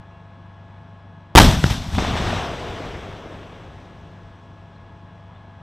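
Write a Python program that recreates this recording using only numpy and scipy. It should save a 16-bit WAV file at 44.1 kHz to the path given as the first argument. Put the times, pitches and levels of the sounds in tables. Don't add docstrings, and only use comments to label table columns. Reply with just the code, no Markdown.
import sys
import numpy as np
from scipy import signal
from scipy.fft import rfft, irfft, next_fast_len
from scipy.io import wavfile
from scipy.ndimage import uniform_filter1d, map_coordinates

SR = 44100
rng = np.random.default_rng(int(sys.argv[2]) if len(sys.argv) > 2 else 0)


def convert_level_to_amplitude(level_db):
    exponent = np.asarray(level_db, float) / 20
    return 10 ** exponent


def output_pcm(signal):
    pcm = np.clip(np.atleast_2d(signal).T, -1, 1) * 32767
    wavfile.write(sys.argv[1], SR, np.round(pcm).astype(np.int16))


N = 247833
T = np.arange(N) / SR

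# start_s, steady_pressure_rails, turbulence_rms_rails
BLAST_FRONTS = [(1.352, 3, .2), (1.3525, -4, .6), (1.3572, .6, 3), (1.3602, 3, 1.25), (1.3684, -1.3, 2),
                (1.371, -4, .8), (1.3732, .3, 3), (1.3912, -3, .8), (1.397, -2.4, 1.3), (1.3995, 1.5, 1.5),
                (1.4015, -1.5, 1.1), (1.4095, 2.5, .6), (1.4115, 0, 0)]
# frequency_hz, density_db
TURBULENCE_SPECTRUM = [(100, -12), (250, -5.5), (500, -9.5), (900, 1), (2200, -15.5), (3500, -11),
                       (6000, -21), (14000, -31.5)]

# start_s, crack_peak_db, thump_db, thump_hz, thump_cycles
BANK_ECHOES = [(1.452, -14, -6, 73.5, 1.6), (1.4636, -26, -7.5, 69.84, 1.5), (1.6411, -5.5, -9, 1380, 3),
               (1.6417, -5, -0.5, 119, 0.51), (1.775, -40, -25, 31.8, 1.5), (1.931, -37, -17, 65.6, 2.5),
               (1.951, -17, -14.5, 800, 1.1), (1.980, -28, -10.5, 212, 1.4), (1.984, -8, -12, 670, 2.3),
               (1.989, -11, -16, 690, 1.3), (2.023, -23, -13.5, 300, .8), (2.0487, -17, -10.5, 760, 1.3),
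               (2.155, -23, -14, 605, 0.99), (2.24, -40, -19, 36, 1.8), (2.329, -27, -16, 704, 4.5),
               (2.804, -26, -19, 380, 1.1), (2.86, -45, -28, 45, 2.1), (2.989, -37, -29, 397, 1.7),
               (3.088, -38, -27, 430, 1.2), (3.259, -24, -31, 248.3, 0.94)]
# start_s, peak_db
FACE_SNAPS = [
    (1.6397, -5),
    (1.6984, -17),
]
CRACK_MS, SNAP_MS = 0.425, 0.095

# frequency_hz, density_db
ROLL_SPECTRUM = [(12, -31), (25, 1.5), (64, 2), (170, -4), (320, -13), (530, -16), (700, -12.5),
                 (1700, -20), (3500, -25.5), (6000, -33), (9000, -45), (12500, -50), (15500, -53.5)]
BAND_EDGES_HZ = [300, 600, 3500, 8700]
# peak_s, rise_s, roar_db, fall_db_per_s, rumble_db
FIELD_STRETCHES = [
    (1.418, 0.032, -13.5, 170, -5.5),
    (1.49, 0.11, -26.5, 75.5, -15),
    (1.665, 0.089, -28, 204, -17.5),
    (1.702, 0.014, -27.5, 125, -22),
    (1.84, .2, -41.5, 12, -30),
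    (1.95, 0.078, -33.5, 152, -18.5),
]
# peak_s, rise_s, roar_db, fall_db_per_s, rumble_db
SLOPE_STRETCHES = [
    (1.987, 0.01, -27.5, 20.7, -34),
    (2.08, 0.061, -34.5, 30, -19),
    (2.17, 0.032, -29.5, 41, -21.5),
    (2.27, 0.056, -30, 100, -28),
    (2.35, 0.3, -30, 32.7, -49),
    (2.68, 0.26, -37.5, 15.3, -41),
    (2.84, 0.066, -39.5, 40, -35),
    (3.1, .15, -50, 22, -41),
    (3.35, 0.23, -51.5, 9.5, -55),
]
# first_arrival_db, path_gain_db_per_s, share_of_fall_ratio
GRAZING_PATH = [
    (0, -3, 0.077, -2, -7.5),
    (0, -18.5, 0.028, 0, -9),
    (.6, 1, 1, .8, 1.15),
]
# first_arrival_db, path_gain_db_per_s, share_of_fall_ratio
LOFTY_PATH = [
    (0, -11, 0, 0.5, -19.5),
    (0, 6, 0, -8.5, -7.5),
    (1.2, 0.84, 1, 1.07, 0.9),
]
SETTLED_PATH_S = np.array([[5], [1.7], [5], [5], [1.3]])
SWELL_DB = 24

SHAFT_HZ = 24.6
# shaft_multiple, level_db
SHAFT_ORDERS = [(2, -14), (3, -12), (4, 1.5), (5, -19.5), (6, -11.5), (7, -7), (8, -15), (9, -18),
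                (10, -19), (12, -21.5), (14, -24)]
# pitch_hz, level_rms_db
GEAR_WHINE = [(344.5, -70), (592.2, -70.5), (635.2, -71.5), (672.9, -57.5), (845.2, -60.5), (888.2, -68.5),
              (952.8, -70), (985.1, -65), (1082, -60.5), (1270, -70), (1378, -77.5), (1588, -71.5),
              (1610, -72.5), (1685, -61.5), (2223, -83.5), (2530, -74.5), (2729, -78.5), (2859, -80),
              (3020, -82.5), (3176, -84), (3370, -73), (4043, -76.5)]
# frequency_hz, density_db
IDLE_SPECTRUM = [(15, -26), (35, -14), (90, -1), (170, -5), (320, -17.5), (550, -16), (900, -14),
                 (1500, -22), (2100, -26.5), (3500, -32), (5500, -39), (8000, -50.5), (11000, -60.5),
                 (15000, -69.5)]
IDLE_DB = -41.5

# start_s, length_s, pitch_hz, peak_db
METAL_SQUEAKS = [
    (.1, .11, 2230, -75),
    (.1, 0.12, 2740, -66),
    (.1, 0.12, 3225, -70),
    (4.748, 0.031, 4110, -63),
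    (5.345, .035, 3560, -59),
]

# frequency_hz, gain_db
HOUSING_RIPPLES = [(2500, -1), (3500, 1), (4500, -5.5), (5800, -1), (7000, -4.5), (8000, 2), (9000, -2.5),
                   (12000, 0)]
TOP_HZ = 15000


def unit(x):
    return x / np.sqrt(np.mean(x ** 2) + 1e-20)


def along(points, hz):
    f, value = np.transpose(points)
    return np.interp(np.log(hz + 1), np.log(f + 1), value)


def wobble(rate, count=1):
    coarse = np.arange(0, N + 256, 256) / SR
    knots = rng.standard_normal((count, int(N * rate / SR) + 5))
    return [np.interp(T, coarse, map_coordinates(k, [coarse * rate])) for k in knots]


def filtered(x, response):
    size = next_fast_len(N + 8192)
    spectrum = rfft(x, size) * response(np.fft.rfftfreq(size, 1 / SR))
    return irfft(spectrum, size)[..., :N]


def noise(spectrum, patchy_db=0, spiky_db=0):
    white = rng.standard_normal(N) * convert_level_to_amplitude(spiky_db * rng.exponential(size=N))
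    z = signal.stft(white, nperseg=512)[2]
    field = uniform_filter1d(rng.standard_normal(z.shape), 8, 0)
    field = uniform_filter1d(field, 8, 1)
    white = signal.istft(z * convert_level_to_amplitude(patchy_db * unit(field)), nperseg=512)[1][:N]
    return filtered(white, lambda hz: convert_level_to_amplitude(along(spectrum, hz)))


def blast():
    start, steady, rough = np.transpose([(0, 0.017, 0)] + BLAST_FRONTS)
    front = np.searchsorted(start, T, side="right") - 1
    return steady[front] + rough[front] * unit(noise(TURBULENCE_SPECTRUM))


def echoes():
    out = np.zeros(N + SR)
    t = np.arange(SR // 8) / SR

    def spike(db, decay_ms):
        x = 1000 * t / decay_ms
        return 1.8 * convert_level_to_amplitude(db) * (1 - x) * np.exp(-x)

    waves = [(start, spike(db, SNAP_MS)) for start, db in FACE_SNAPS]
    for start, crack_db, thump_db, hz, cycles in BANK_ECHOES:
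        fade = np.exp(-(hz * t / cycles) ** 2)
        thump = -convert_level_to_amplitude(thump_db) * np.sin(2 * np.pi * hz * t) * fade
        waves.append((start, spike(crack_db, CRACK_MS) + thump))
    for start, wave in waves:
        path_s = start - BLAST_FRONTS[0][0]
        front = np.hanning(int(3 + 16 * path_s))
        rounded = np.convolve(wave, front / front.sum())[:len(t)]
        out[round(start * SR):][:len(t)] += rounded
    return out[:N]


def scattered(ground, path):
    first_db, per_s, share = np.array(path)[:, :, None]
    t = T[::64]
    path_s = np.clip(t - BLAST_FRONTS[0][0], 0, SETTLED_PATH_S)
    power = 0
    for peak_s, rise, roar_db, fall, rumble_db in ground:
        peak_db = np.array([[rumble_db]] + [[roar_db]] * 4)
        swell = SWELL_DB * (t - peak_s) / rise
        decay = fall * share * (peak_s - t)
        shape_db = np.where(t < peak_s, swell, decay)
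        power = power + convert_level_to_amplitude(2 * (peak_db + shape_db + first_db + per_s * path_s))
    return np.array([np.interp(T, t, p) for p in power])


def roll():
    sound = noise(ROLL_SPECTRUM, patchy_db=1.0, spiky_db=1.51)
    edges = np.array(BAND_EDGES_HZ)[:, None]

    def band_split(f):
        lowpasses = np.vstack([0 * f, 1 / (1 + (f / edges) ** 8), 1 + 0 * f])
        return np.diff(lowpasses, axis=0)

    bands = filtered(sound, band_split)
    gains = np.sqrt(scattered(FIELD_STRETCHES, GRAZING_PATH) + scattered(SLOPE_STRETCHES, LOFTY_PATH))
    total = sum(g * unit(b) for b, g in zip(bands, gains))
    flutter_db = 0.19 * wobble(30)[0]
    onset = np.clip((T - 1.401) / 0.0048, 0, 1)
    return total * convert_level_to_amplitude(flutter_db) * onset


def tones(lines, clock, sway_db, rate):
    total = 0
    for (hz, db), sway in zip(lines, wobble(rate, count=len(lines))):
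        level = np.sqrt(2) * convert_level_to_amplitude(db) * (1 + sway_db / 9.6 * sway)
        total = total + level * np.sin(2 * np.pi * (hz * clock + rng.random()))
    return total


def engine():
    shaft = np.cumsum(1 + 0.0052 * wobble(5.5)[0]) / SR
    gears = np.cumsum(1 + 0.0007 * wobble(2.2)[0]) / SR
    order_lines = [(k * SHAFT_HZ, db - 45.5) for k, db in SHAFT_ORDERS]
    orders = tones(order_lines, shaft, sway_db=1.5, rate=7)
    whine = tones(GEAR_WHINE, gears, sway_db=0.9, rate=13)
    firing = 1 + 0.097 * np.sin(2 * np.pi * 4 * SHAFT_HZ * shaft)
    bed = unit(noise(IDLE_SPECTRUM, patchy_db=0.76, spiky_db=1.4)) * firing
    bed_db = IDLE_DB - 5.5 + 0.53 * wobble(2.5)[0]
    return orders + whine + convert_level_to_amplitude(bed_db) * bed


def squeaks():
    out = np.zeros(N)
    for start, length, hz, db in METAL_SQUEAKS:
        u = np.arange(round(length * SR)) / (length * SR)
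        pitch = hz * (1 - 0.078 * (u - 0.5) ** 2)
        tone = np.sin(2 * np.pi * np.cumsum(pitch) / SR)
        out[round(start * SR):][:len(u)] += convert_level_to_amplitude(db) * np.sin(np.pi * u) * tone
    return out


def scene():
    air = filtered(roll() + engine(), lambda f: convert_level_to_amplitude(along(HOUSING_RIPPLES, f)))
    return (blast() + echoes() + squeaks() + air) * np.ones((2, 1))


def roll_off(x):
    return signal.sosfilt(signal.butter(12, 16290, fs=SR, output="sos"), x)


def record(dry):
    hiss = convert_level_to_amplitude(-91) * rng.standard_normal(dry.shape)
    driven = dry * convert_level_to_amplitude([[0.7], [-0.8]]) + hiss
    railed = np.clip(driven, -0.87, 0.87)
    railed = railed + 0.025 * (driven - railed)

    def electronics(f):
        capacitor = 1j * f / (52 + 1j * f)
        treble_loss = 1 / (1 + 1j * f / 9500)
        top_edge = 0.5 - 0.5 * np.tanh((f - TOP_HZ) / 90)
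        return capacitor * treble_loss * top_edge

    drained = filtered(railed, electronics)
    return roll_off(np.clip(drained, -1, 1))


dry = scene()
out = record(dry)
output_pcm(out)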